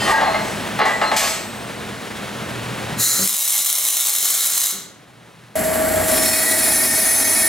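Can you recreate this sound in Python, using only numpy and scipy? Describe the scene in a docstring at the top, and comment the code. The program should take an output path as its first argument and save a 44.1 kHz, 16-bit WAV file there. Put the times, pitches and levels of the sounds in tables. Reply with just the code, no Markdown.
"""A steel plate scrapes, squeaks and clangs into place on a steel bench; knocks and slips ring both.
Fans drone and a welder's transformer hums. The torch hisses gas, then its arc crackles for 1.5 s
as the wire shorts and bursts. The scene changes abruptly to a band saw: its teeth whine and bite
into the plate until the blade squeals. Automatic gain control ducks the loud parts."""
import sys
import numpy as np
from scipy import signal
from scipy.fft import rfft, irfft, next_fast_len
from scipy.io import wavfile
from scipy.ndimage import uniform_filter1d, minimum_filter1d

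SR = 44100
rng = np.random.default_rng(int(sys.argv[2]) if len(sys.argv) > 2 else 0)


def generate_wav(signal):
    """Clip the signal to [-1, 1] and save it as 16-bit WAV at the path in sys.argv[1]."""
    frames = np.transpose(np.atleast_2d(signal))
    scaled = np.clip(frames, -1, 1) * 32767
    pcm = np.round(scaled).astype(np.int16)
    wavfile.write(sys.argv[1], SR, pcm)


N = 329868
T = np.arange(N) / SR
FFT_SIZE = next_fast_len(N, real=True)
HZ = np.fft.rfftfreq(FFT_SIZE, 1 / SR)

# Table levels are relative.
# shoves of the plate: (start [s], length [s], push on bench [dB], push on plate edge [dB])
DRAGS = [(0, 0.066, -19.5, -28), (0.073, 0.13, -8.5, -29), (0.197, 0.073, -11.5, -49),
         (0.375, 0.095, -26, -31), (0.8, 0.098, -5, -30), (1.02, 0.019, -9.5, -44),
         (1.122, 0.023, -4.5, -20), (1.172, 0.075, -7.5, -11)]
# impacts: (time [s], bench level [dB], plate level [dB])
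KNOCKS = [(.0758, -12, -24), (0.1545, -20, -26), (0.212, -26, -30), (0.3024, -18, -34), (0.3425, -14, -43),
          (0.3803, -39, -47), (0.7882, -14.5, -30), (0.799, -6, -43), (0.8144, -4.5, -44),
          (.8526, -9.5, -18), (1.014, -5.5, -27), (1.0225, -15, -46), (1.1147, -0.5, -18),
          (1.1642, -9, -0.5)]
# main steel modes: (frequency [Hz], level [dB], t60 [s])
BENCH_MODES = [(600, -5, .2), (665, -4, .2), (795, -3, .3), (865, -2, .25), (1040, 0, .33), (1100, -2, .2),
               (1200, 0, .25), (1292, 3, .3), (1606, -3, .28), (1830, -3, .25), (1954, -3, .45),
               (2120, -7, .22), (2290, -11, .22), (2630, -8, .3), (2800, -13, .3), (3020, -9, .22),
               (3250, -6, .25), (3920, -11, .28), (4170, -10, .4), (4830, -13, .3), (5590, -16, .45)]
PLATE_MODES = [(3100, -7, .22), (4280, -2, .35), (4900, -6, .25), (5254, -9, .35), (5453, -7, .3),
               (6150, -1, .35), (6799, -4, .6), (6993, -2, .4), (7343, -1, .5), (7994, 0, .45),
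               (8366, -13, 1.4), (8576, -6, .35), (8753, -4, .35), (9170, -8, .35), (10050, -8, .45),
               (11690, -31, 2), (12059, -9, .4), (12613, -10, .4), (13600, -15, 1), (14061, -11, .45)]
# dense minor modes: (frequency [Hz], density [dB])
BENCH_WASH = [(100, -11), (300, -10.5), (500, -5), (650, 4.5), (1250, -2.5), (2000, -2), (2700, -10.5),
              (4500, -16), (7000, -40), (15000, -57)]
PLATE_WASH = [(500, -38), (2000, 2), (4200, -3), (6500, -2.5), (8500, -9), (12000, -9), (15500, -26)]
# partials of the upright plate: (frequency [Hz], level [dB])
SING_LINES = [(2690, -3), (3100, -1), (4290, -2), (4900, -3), (6150, -6), (7345, -7), (8560, -12),
              (9170, -11), (10050, -13)]
# edge squeaks, brief steel ringing after knocks: (start [s], length [s], start pitch [Hz], level [dB])
SQUEAKS_AND_RINGS = [(0, 0.028, 1855, -25), (0.069, .12, 1865, -17), (0.116, 0.047, 882, -11),
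                     (0.121, 0.063, 1610, -13.5), (0.197, 0.084, 750, -17), (.335, 0.026, 2100, -22),
                     (.343, 0.033, 597, -20), (.815, 0.098, 1942, -13), (1.018, 0.077, 4150, -27)]
# workshop decay: (frequency [Hz], t60 [s])
ROOM_DECAY = [(200, 1), (700, 0.68), (1800, 0.58), (4600, 0.49), (12000, 0.3)]
# fan drone: (frequency [Hz], density [dB])
FAN_SPECTRUM = [(15, -50), (25, -25), (53, -17), (113, -10.5), (204, -5), (331, -7.5), (703, -10),
                (1240, -12), (1800, -12.5), (2120, -14), (4040, -19), (4620, -23), (11500, -29.5),
                (14300, -42), (15500, -33)]
# hum lines: (frequency [Hz], level before 2.39 s [dB], level from 2.39 s on [dB])
HUM_LINES = [(81.5, -44, -45.5), (120.5, -38, -29.5), (162.3, -41.5, -34), (207, -33, -34)]

# smooth hiss, receding while the weld is cold: (time [s], level [dB])
HISS_LEVELS = [(3.05, -1), (3.2, -8.5), (3.3, -11), (3.42, -16), (3.8, -10.5), (4.2, 0), (4.7, 2)]
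# broad colour of gas and arc: (frequency [Hz], density [dB])
GAS_SPECTRUM = [(180, -43), (300, -15.5), (411, -11), (500, -17), (674, -14), (968, -26), (1350, -10),
                (1750, -17.5), (3180, -17), (4070, -5), (5300, -7), (6900, -0.5), (7750, -2), (12500, -3),
                (15500, -18)]
ARC_SPECTRUM = [(59, -76), (100, -51), (508, -16), (552, -16), (727, -10), (808, -15.5), (1400, -11.5),
                (1620, -13.5), (2180, -12.5), (2690, -11), (3770, -8.5), (4660, -11), (7410, -3.5),
                (12000, -5.5), (15500, -8)]
# resonances of nozzle and arc: (frequency [Hz], width [Hz], level [dB])
NOZZLE_PEAKS = [(1680, 530, -13.5), (4050, 480, -15), (6775, 620, -10), (9000, 320, -26), (14200, 800, -20),
                (15500, 840, -10.5)]
ARC_PEAKS = [(2160, 59, -27), (3820, 350, -13.5), (6800, 2500, -8), (11600, 4200, -3.5)]
# thumps at arc start and stop: (time [s], level [dB])
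THUMPS = [(3.191, -10.5), (3.202, -12), (4.724, -7)]
# their ringing: (frequency [Hz], level [dB], t60 [s])
THUMP_MODES = [(193, -3, 0.11), (310, -9, 0.12), (395, -9.5, 0.31), (543, -5.5, 0.096)]
# wire spits as the arc settles: (time [s], level [dB])
SPITS = [(3.2783, 10), (3.282, 11), (3.29, 15), (3.3067, 17.5), (3.3145, 6), (3.348, 16), (3.357, 21.5),
         (3.38, 25.5), (3.394, 11), (3.398, 13)]
# the arc falters: (centre [s], length [s], dip [dB])
STUTTERS = [(3.347, 0.046, -9.5), (3.744, 0.034, -7)]

# plate feed into the saw: (time [s], tooth bite [0-1], pressure [0-1])
FEED = [(5.56, 0.11, 0.02), (6, 0.11, 0.05), (6.13, 0.48, 0.1), (6.4, 0.98, 0.15), (6.65, 0.98, 0.23),
        (6.8, 0.86, 1), (7.48, 1, 0.86)]
# frame rumble, cut chips, blade in its guides: (frequency [Hz], density [dB])
FRAME_SPECTRUM = [(25, -25), (55, -6.5), (130, -5.5), (240, 1.5), (330, -1.5), (500, -5.5), (750, -1),
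                  (1050, -11.5), (1600, -5.5), (2200, -8.5), (2800, -21), (8000, -50)]
CHIP_SPECTRUM = [(88, -44), (150, -29), (234, 3.5), (572, -11), (643, -2), (1110, -9), (1870, -2),
                 (2060, -5.5), (3280, -15.5), (4310, -12), (5870, -14.5), (6230, -13), (9000, -7.5),
                 (10300, -4), (15500, -14)]
GUIDE_SPECTRUM = [(1500, -26), (2800, -3.5), (4200, -5.5), (5500, -6.5), (6800, -3), (7800, 3.5),
                  (9200, -5.5), (11000, 5), (13000, -1), (15500, -7.5)]
# saw motor: (frequency [Hz], level [dB])
MOTOR_LINES = [(58.5, -42), (91.5, -34.5), (237, -42), (1147, -38), (1195, -50)]
# blade resonances: (frequency [Hz], light pressure [dB], hard pressure [dB])
BLADE_MODES = [(1836, -36, -32), (1945, -33, -39), (2212, -39, -36), (4265, -41, -44), (4440, -39, -43),
               (4818, -43, -38), (5259, -46, -37), (5329, -42, -44), (5529, -49, -37), (5803, -52, -44),
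               (6316, -55, -37), (6966, -40, -54), (7228, -37, -38), (7741, -42, -37), (7975, -56, -60),
               (8625, -42, -36), (8699, -38, -48), (9165, -36, -39), (9433, -37, -32), (9680, -49, -31),
               (9970, -41, -24), (10202, -30, -25), (10400, -45, -31), (10540, -43, -34), (10805, -41, -36),
               (12199, -50, -39), (12458, -40, -32), (12909, -41, -53), (13264, -55, -40),
               (14282, -39, -48)]
# the blade catches, one mode flares: (centre [s], length [s], frequency [Hz], level [dB])
FLARES = [(6.3, .22, 5329, -27.5), (6.497, 0.073, 1950, -22), (6.786, 0.066, 6316, -21),
          (6.937, 0.17, 6316, -25.5), (7.198, 0.29, 6316, -21), (7.39, 0.051, 1836, -24),
          (7.42, .07, 6316, -22)]

# shift between the stereo ports: (frequency [Hz], phase [rad])
BENCH_PHASE = [(0, 0), (200, 0.37), (520, 1), (1460, 0.79), (3700, 0.45), (7300, 0.51), (9500, 0.26),
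               (16000, 0)]
SAW_PHASE = [(0, 0), (200, 0.4), (600, 1.2), (1380, 0.7), (1980, 0.71), (2760, 0), (5600, 0.14), (10000, 0),
             (16000, 0)]
# diffuse side signal: (frequency [Hz], level [dB])
SIDE_SPECTRUM = [(50, -26), (250, -15), (700, -19), (2000, -21), (6000, -14), (10000, -17.5), (15000, -65)]

DRAG_ATTACK_S, BENCH_STOP_DB_PER_S, EDGE_STOP_DB_PER_S = 0.0041, 450, 161
HUM_CHANGE_S, GAS_ON_S, ARC_ON_S, TORCH_OFF_S = 2.39, 2.965, 3.215, 4.715
GAS_RISE_S, ARC_RISE_S = 0.076, 0.09
SAW_START_S, TOOTH_HZ = 5.555, 636
THROB_HZ, THROB_PEAK_S = 6.9, 6.99


def amp(db):
    """Decibels to gain."""
    return np.exp(np.asarray(db) * np.log(10) / 20)


def unit(x):
    """Scale to rms 1."""
    return x / np.sqrt(np.mean(x ** 2) + 1e-20)


def curves(rows):
    """Columns of a time table, one value a sample."""
    times_s, *columns = np.transpose(rows)
    return [np.interp(T, times_s, column) for column in columns]


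def at_hz(table, hz):
    """Interpolate a table on a log frequency axis."""
    table_hz, value = np.transpose(table)
    return np.interp(np.log(hz + 1), np.log(table_hz + 1), value)


def filtered(x, gain):
    """Apply a gain given on the grid HZ."""
    return irfft(rfft(x, FFT_SIZE) * gain, FFT_SIZE)[:N]


def noise(spectrum):
    """Steady coloured noise, rms 1."""
    return unit(filtered(rng.standard_normal(N), amp(at_hz(spectrum, HZ))))


def wander(rate_hz):
    """Slow random drift, rms about 1."""
    size, step = 4096, 100
    hz = np.fft.rfftfreq(size, step / SR)
    slow = irfft(rfft(rng.standard_normal(size)) / (1 + (hz / rate_hz) ** 4))
    return np.interp(T, np.arange(size) * step / SR, unit(slow))


def tone(hz, waver, rate_hz):
    """Sinusoid wavering in level and phase, rms 1."""
    angle = 2 * np.pi * (np.cumsum(hz * np.ones(N)) / SR + rng.random())
    in_phase = (1 + waver * wander(rate_hz)) * np.cos(angle)
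    return unit(in_phase + waver * wander(rate_hz) * np.sin(angle))


def clicks(times_s, db):
    """Single-sample impulses."""
    return np.bincount(np.round(np.asarray(times_s) * SR).astype(int), amp(db), N)[:N]


def gate(start_s, length_s, attack_s, release_db_per_s):
    """Attack, hold and release gain."""
    attack = np.clip((T - start_s) / attack_s, 0, 1)
    return attack * amp(-release_db_per_s * np.clip(T - start_s - length_s, 0, 1))


def swell(centre_s, length_s):
    """Gaussian bump of height 1."""
    return np.exp(-np.minimum(2 * (T - centre_s) ** 2 / length_s ** 2, 20))


def ring(modes):
    """Impulse response of decaying modes, alternating in sign."""
    t = T[:SR]
    return sum(amp(db - 60 * t / t60_s) * np.sin(2 * np.pi * hz * t + np.pi * k)
               for k, (hz, db, t60_s) in enumerate(modes))


def resonator(force, hz, t60_s):
    """One decaying mode driven by a force."""
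    radius, angle = 1000 ** (-1 / (t60_s * SR)), 2 * np.pi * hz / SR
    return signal.lfilter([0, radius * np.sin(angle)], [1, -2 * radius * np.cos(angle), radius ** 2], force)


def colour(x, spectrum, peaks):
    """Minimum-phase colour plus resonances, at unit power gain."""
    gain_db = np.maximum(at_hz(spectrum, abs(np.fft.fftfreq(2048, 1 / SR))), -70)
    broad = np.fft.ifft(np.exp(np.conj(signal.hilbert(np.log(amp(gain_db)))))).real
    response = broad = broad / np.linalg.norm(broad)
    for hz, width_hz, db in peaks:
        peak = signal.lfilter(*signal.iirpeak(hz, hz / width_hz, SR), broad)
        response = response + amp(db) * peak / np.linalg.norm(peak)
    return signal.oaconvolve(x, response / np.linalg.norm(response))[:N]


def room(x):
    """Diffuse workshop tail; each band decays at its own rate."""
    hz, t, bands = signal.stft(rng.standard_normal(SR) * (T[:SR] > .004), SR, nperseg=256)
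    decay = amp(-60 * t / at_hz(ROOM_DECAY, hz)[:, None])
    tail = signal.istft(bands * decay, SR, nperseg=256)[1]
    return signal.oaconvolve(x, tail / np.linalg.norm(tail))[:N]


def steel_body(push, knocks, modes, wash, wash_t60_s, wash_rise_s, slips_per_s, contact_db):
    """Knocks and tiny dragging slips ring one steel body."""
    t, bell = T[:SR], ring(modes)
    dense = noise(wash)[:SR] * amp(-60 * t / wash_t60_s) * (1 - np.exp(-t / wash_rise_s))
    dense /= np.linalg.norm(dense)
    mode_gain = amp(0.5) / np.linalg.norm(bell)
    response = dense + mode_gain * bell
    slips = unit(rng.standard_normal(N) * (rng.random(N) < slips_per_s / SR))
    force = slips * push / np.linalg.norm(response) + knocks / np.std(response[:SR // 50])
    ringing = np.zeros(N)
    for k, (hz, db, t60_s) in enumerate(modes):
        share = amp(db + contact_db * (np.tanh(wander(5)) - 1.6))  # the contact point moves
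        ringing += (-1) ** k * resonator(force * share, hz, t60_s)
    return signal.oaconvolve(force, dense)[:N] + mode_gain * ringing


def plate_singing(start_db=-30, fade_db_per_s=48, flat_at_s=.32):
    """On its edge the plate sings, fading until it lies flat."""
    upright = gate(0, flat_at_s, DRAG_ATTACK_S, BENCH_STOP_DB_PER_S)
    partials = sum(amp(db) * tone(hz, waver=0.57, rate_hz=11) for hz, db in SING_LINES)
    return amp(start_db - fade_db_per_s * T) * upright * partials


def squeaks_and_rings(rise_hz_per_s=250, stop_db_per_s=380):
    """Edge squeaks and brief steel ringing after the knocks, as slightly rising tones."""
    tones = np.zeros(N)
    for start_s, length_s, hz, db in SQUEAKS_AND_RINGS:
        gain = amp(db) * gate(start_s, length_s, DRAG_ATTACK_S, stop_db_per_s)
        tones += gain * tone(hz + rise_hz_per_s * (T - start_s), waver=0.88, rate_hz=43)
    return tones


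def plate_on_bench():
    """Shoves and knocks: the bench clangs low, the plate rings high."""
    bench_push, plate_push = np.zeros((2, N))
    for start_s, length_s, push_db, edge_db in DRAGS:
        bench_push += amp(push_db) * gate(start_s, length_s, DRAG_ATTACK_S, BENCH_STOP_DB_PER_S)
        plate_push += amp(edge_db) * gate(start_s, length_s, DRAG_ATTACK_S, EDGE_STOP_DB_PER_S)
    knock_s, bench_db, plate_db = np.transpose(KNOCKS)
    bench = steel_body(bench_push, clicks(knock_s, bench_db), BENCH_MODES, BENCH_WASH,
                       wash_t60_s=0.14, wash_rise_s=0.0013, slips_per_s=500, contact_db=4.0)
    plate = steel_body(plate_push, clicks(knock_s, plate_db), PLATE_MODES, PLATE_WASH,
                       wash_t60_s=0.44, wash_rise_s=0.0023, slips_per_s=900, contact_db=2.5)
    direct = bench + plate + plate_singing() + squeaks_and_rings()
    return direct + amp(-7) * room(direct)


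def shop_drone(fan_db=-23, hum_sag=0.74):
    """Fans drone over transformer hum; the hum changes abruptly at 2.39 s and sags under the arc."""
    changed = np.clip((T - HUM_CHANGE_S) / 0.017, 0, 1)
    strength = changed * (1 - hum_sag * torch_gate(ARC_ON_S, ARC_RISE_S))
    hum = sum(amp(before_db + strength * (after_db - before_db)) * tone(hz, waver=0.84, rate_hz=14.3)
              for hz, before_db, after_db in HUM_LINES)
    return amp(fan_db + 0.81 * wander(27)) * noise(FAN_SPECTRUM) + hum


def torch_gate(start_s, rise_s):
    """Rise, then hold until the trigger is released."""
    return gate(start_s, TORCH_OFF_S - start_s, rise_s, release_db_per_s=1201)


def gas_hiss():
    """Gas rushes through the resonant nozzle."""
    hiss_db, = curves(HISS_LEVELS)
    hiss = colour(rng.standard_normal(N), GAS_SPECTRUM, NOZZLE_PEAKS)
    return hiss * amp(hiss_db) * torch_gate(GAS_ON_S, GAS_RISE_S) ** 2


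def arc_thumps():
    """Low modes ring as the arc starts and stops."""
    return signal.oaconvolve(clicks(*np.transpose(THUMPS)), ring(THUMP_MODES))[:N]


def arc_crackle(shorts_per_s=420, ripple_hz=120, spread_db=3.0, spray_s=0.002, settle_db_per_s=3.5):
    """The wire shorts and bursts at a rate that pulses with the mains: a snap, then a spray of fizz."""
    mains = 1 + 0.45 * np.sin(2 * np.pi * ripple_hz * T)
    fires = rng.random(N) < shorts_per_s * mains / SR
    snaps = fires * amp(spread_db * np.minimum(rng.exponential(1, N), 2.5))
    spray_gain = signal.lfilter([1], [1, -np.exp(-1 / (spray_s * SR))], uniform_filter1d(snaps, size=36))
    spray = spray_gain * rng.standard_normal(N)
    sizzle = rng.standard_normal(N)
    crackle = unit(unit(spray) + amp(-8) * unit(snaps) + amp(-7) * sizzle)
    stutter_db = sum(db * swell(centre_s, length_s) for centre_s, length_s, db in STUTTERS)
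    level_db = 12.5 - settle_db_per_s * (T - ARC_ON_S) + stutter_db + 0.3 * wander(2.0)
    crackle *= torch_gate(ARC_ON_S, ARC_RISE_S) ** 2 * amp(level_db)
    spits = amp(8.0) * clicks(*np.transpose(SPITS))
    return colour(crackle + spits, ARC_SPECTRUM, ARC_PEAKS)


def welding_torch(echo_s=0.000958, echo_gain=0.29):
    """Gas and arc reflect off the plate; the delay drifts as the torch moves."""
    direct = gas_hiss() + arc_crackle()
    delay_s = echo_s * (1 + 0.035 * wander(5.6))
    torch = direct + echo_gain * np.interp(T - delay_s, T, direct) + arc_thumps()
    return torch + amp(-1.5) * room(torch)


def saw_gain(free_db, bite_db, pressure_db, throb_db=0):
    """Gain that follows the feed and throbs as the band runs unevenly on its wheels."""
    bite, pressure = curves(FEED)
    throb = np.cos(2 * np.pi * THROB_HZ * (T - THROB_PEAK_S))
    return amp(free_db + bite_db * bite + pressure_db * pressure + throb_db * throb)


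def saw_rumble():
    """Frame noise and motor tones share one unsteady level."""
    gain = saw_gain(free_db=-24, bite_db=-3.5, pressure_db=1) * amp(1.16 * wander(18))
    frame = noise(FRAME_SPECTRUM)
    motor = sum(amp(db) * tone(hz, waver=0.52, rate_hz=3.4) for hz, db in MOTOR_LINES)
    return gain * (frame + motor / gain.max())


def tooth_whine():
    """Teeth strike the plate's edge; the drive shakes the blade, adding side tones."""
    shake = 1 + 0.1 * np.sin(2 * np.pi * 50 * T) + 0.27 * np.sin(2 * np.pi * 31.5 * T)
    whine = tone(TOOTH_HZ * (1 + 0.0016 * wander(2.4)), waver=0.21, rate_hz=45)
    return saw_gain(free_db=-22, bite_db=-4.5, pressure_db=-3, throb_db=2.8) * unit(shake * whine)


def minor_modes(count=70, width_hz=19, spread_db=2.0):
    """Gain on HZ of the weak resonances of blade, plate and table."""
    centres_hz = rng.uniform(2417, 15000, count)
    heights = amp(12.5 + spread_db * rng.standard_normal(count))
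    grid_hz = HZ[::8]
    power = sum(height ** 2 / (1 + ((grid_hz - hz) / (width_hz / 2)) ** 2)
                for hz, height in zip(centres_hz, heights))
    return np.interp(HZ, grid_hz, np.sqrt(1 + power))


def chip_rasp():
    """As the teeth bite, guide hiss gives way to chips rasping at the tooth rate."""
    teeth = 1 + 0.47 * np.sin(2 * np.pi * TOOTH_HZ * T)
    rasp = unit(filtered(teeth * noise(CHIP_SPECTRUM), minor_modes()))
    bite, _ = curves(FEED)
    gain = saw_gain(free_db=-27, bite_db=13, pressure_db=1, throb_db=0.5) * amp(1.45 * wander(60))
    return gain * (np.sqrt(bite) * rasp + np.sqrt(1 - bite) * noise(GUIDE_SPECTRUM))


def blade_ringing():
    """Pressure shifts the ringing between modes; a pair near 10 kHz squeals; catches flare up."""
    _, pressure = curves(FEED)
    drift = 1 + 0.000292 * wander(3.3)
    ringing, squeal, squeal_power = np.zeros((3, N))
    for hz, light_db, hard_db in BLADE_MODES:
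        gain = (1 - pressure) * amp(light_db) + pressure * amp(hard_db)
        if 9900 < hz < 10300:
            squeal += gain * tone(hz * drift, waver=0.64, rate_hz=4.7)
            squeal_power += gain ** 2
        elif hz < 3000:
            ringing += gain * tone(hz * drift, waver=2.0, rate_hz=26.6)
        else:
            ringing += gain * tone(hz * drift, waver=0.76, rate_hz=44.0)
    ringing *= saw_gain(free_db=-13.5, bite_db=20.5, pressure_db=2.5, throb_db=0.5)
    squeal *= saw_gain(free_db=-40, bite_db=16, pressure_db=11.5) / np.sqrt(squeal_power)
    flares = sum(amp(db) * swell(centre_s, length_s) * tone(hz * drift, waver=0.29, rate_hz=22)
                 for centre_s, length_s, hz, db in FLARES)
    return ringing + squeal + flares


def stereo_ports(x, phase):
    """Two close microphone ports: phase-shifted direct sound plus a weak diffuse difference."""
    shifted = amp(-1.0) * filtered(x, 1j * np.tan(at_hz(phase, HZ) / 2))
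    side = shifted + filtered(room(x), amp(at_hz(SIDE_SPECTRUM, HZ)))
    return np.array([amp(-0.56) * x + side, amp(-1.0) * x - side])


def scene():
    """Bench work, then a 2 ms crossfade to the band saw."""
    bench = stereo_ports(shop_drone() + plate_on_bench() + welding_torch(), BENCH_PHASE)
    saw = amp(22.5) * (saw_rumble() + tooth_whine() + chip_rasp() + blade_ringing())
    at_saw = np.clip((T - SAW_START_S) / 0.002 + .5, 0, 1)
    return (1 - at_saw) * bench + at_saw * stereo_ports(saw, SAW_PHASE)


def peak_hold(db, recovery_db_per_s):
    """Instant rise, steady fall."""
    fall_db = recovery_db_per_s * T
    return np.maximum.accumulate(db + fall_db) - fall_db


def record(dry, threshold_db=-7.5, strength=0.95, slack_db=6.0, cutoff_hz=15850):
    """Gain control with quick and slow recovery, then a low-pass."""
    peaks = -minimum_filter1d(-abs(dry.mean(0)), size=200)
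    level_db = 20 * np.log10(uniform_filter1d(peaks, size=400) + 1e-6)
    over_db = np.maximum(level_db - threshold_db, 0)
    quick_db = peak_hold(over_db, recovery_db_per_s=39.5)
    slow_db = peak_hold(over_db - slack_db, recovery_db_per_s=3.0)
    duck_db = strength * uniform_filter1d(np.maximum(quick_db, slow_db), size=100)
    lowpass = signal.firwin(511, cutoff_hz, window=("kaiser", 9), fs=SR)
    return signal.oaconvolve(dry * amp(-duck_db), lowpass[None], "same")


dry = scene()
out = record(dry)
generate_wav(out)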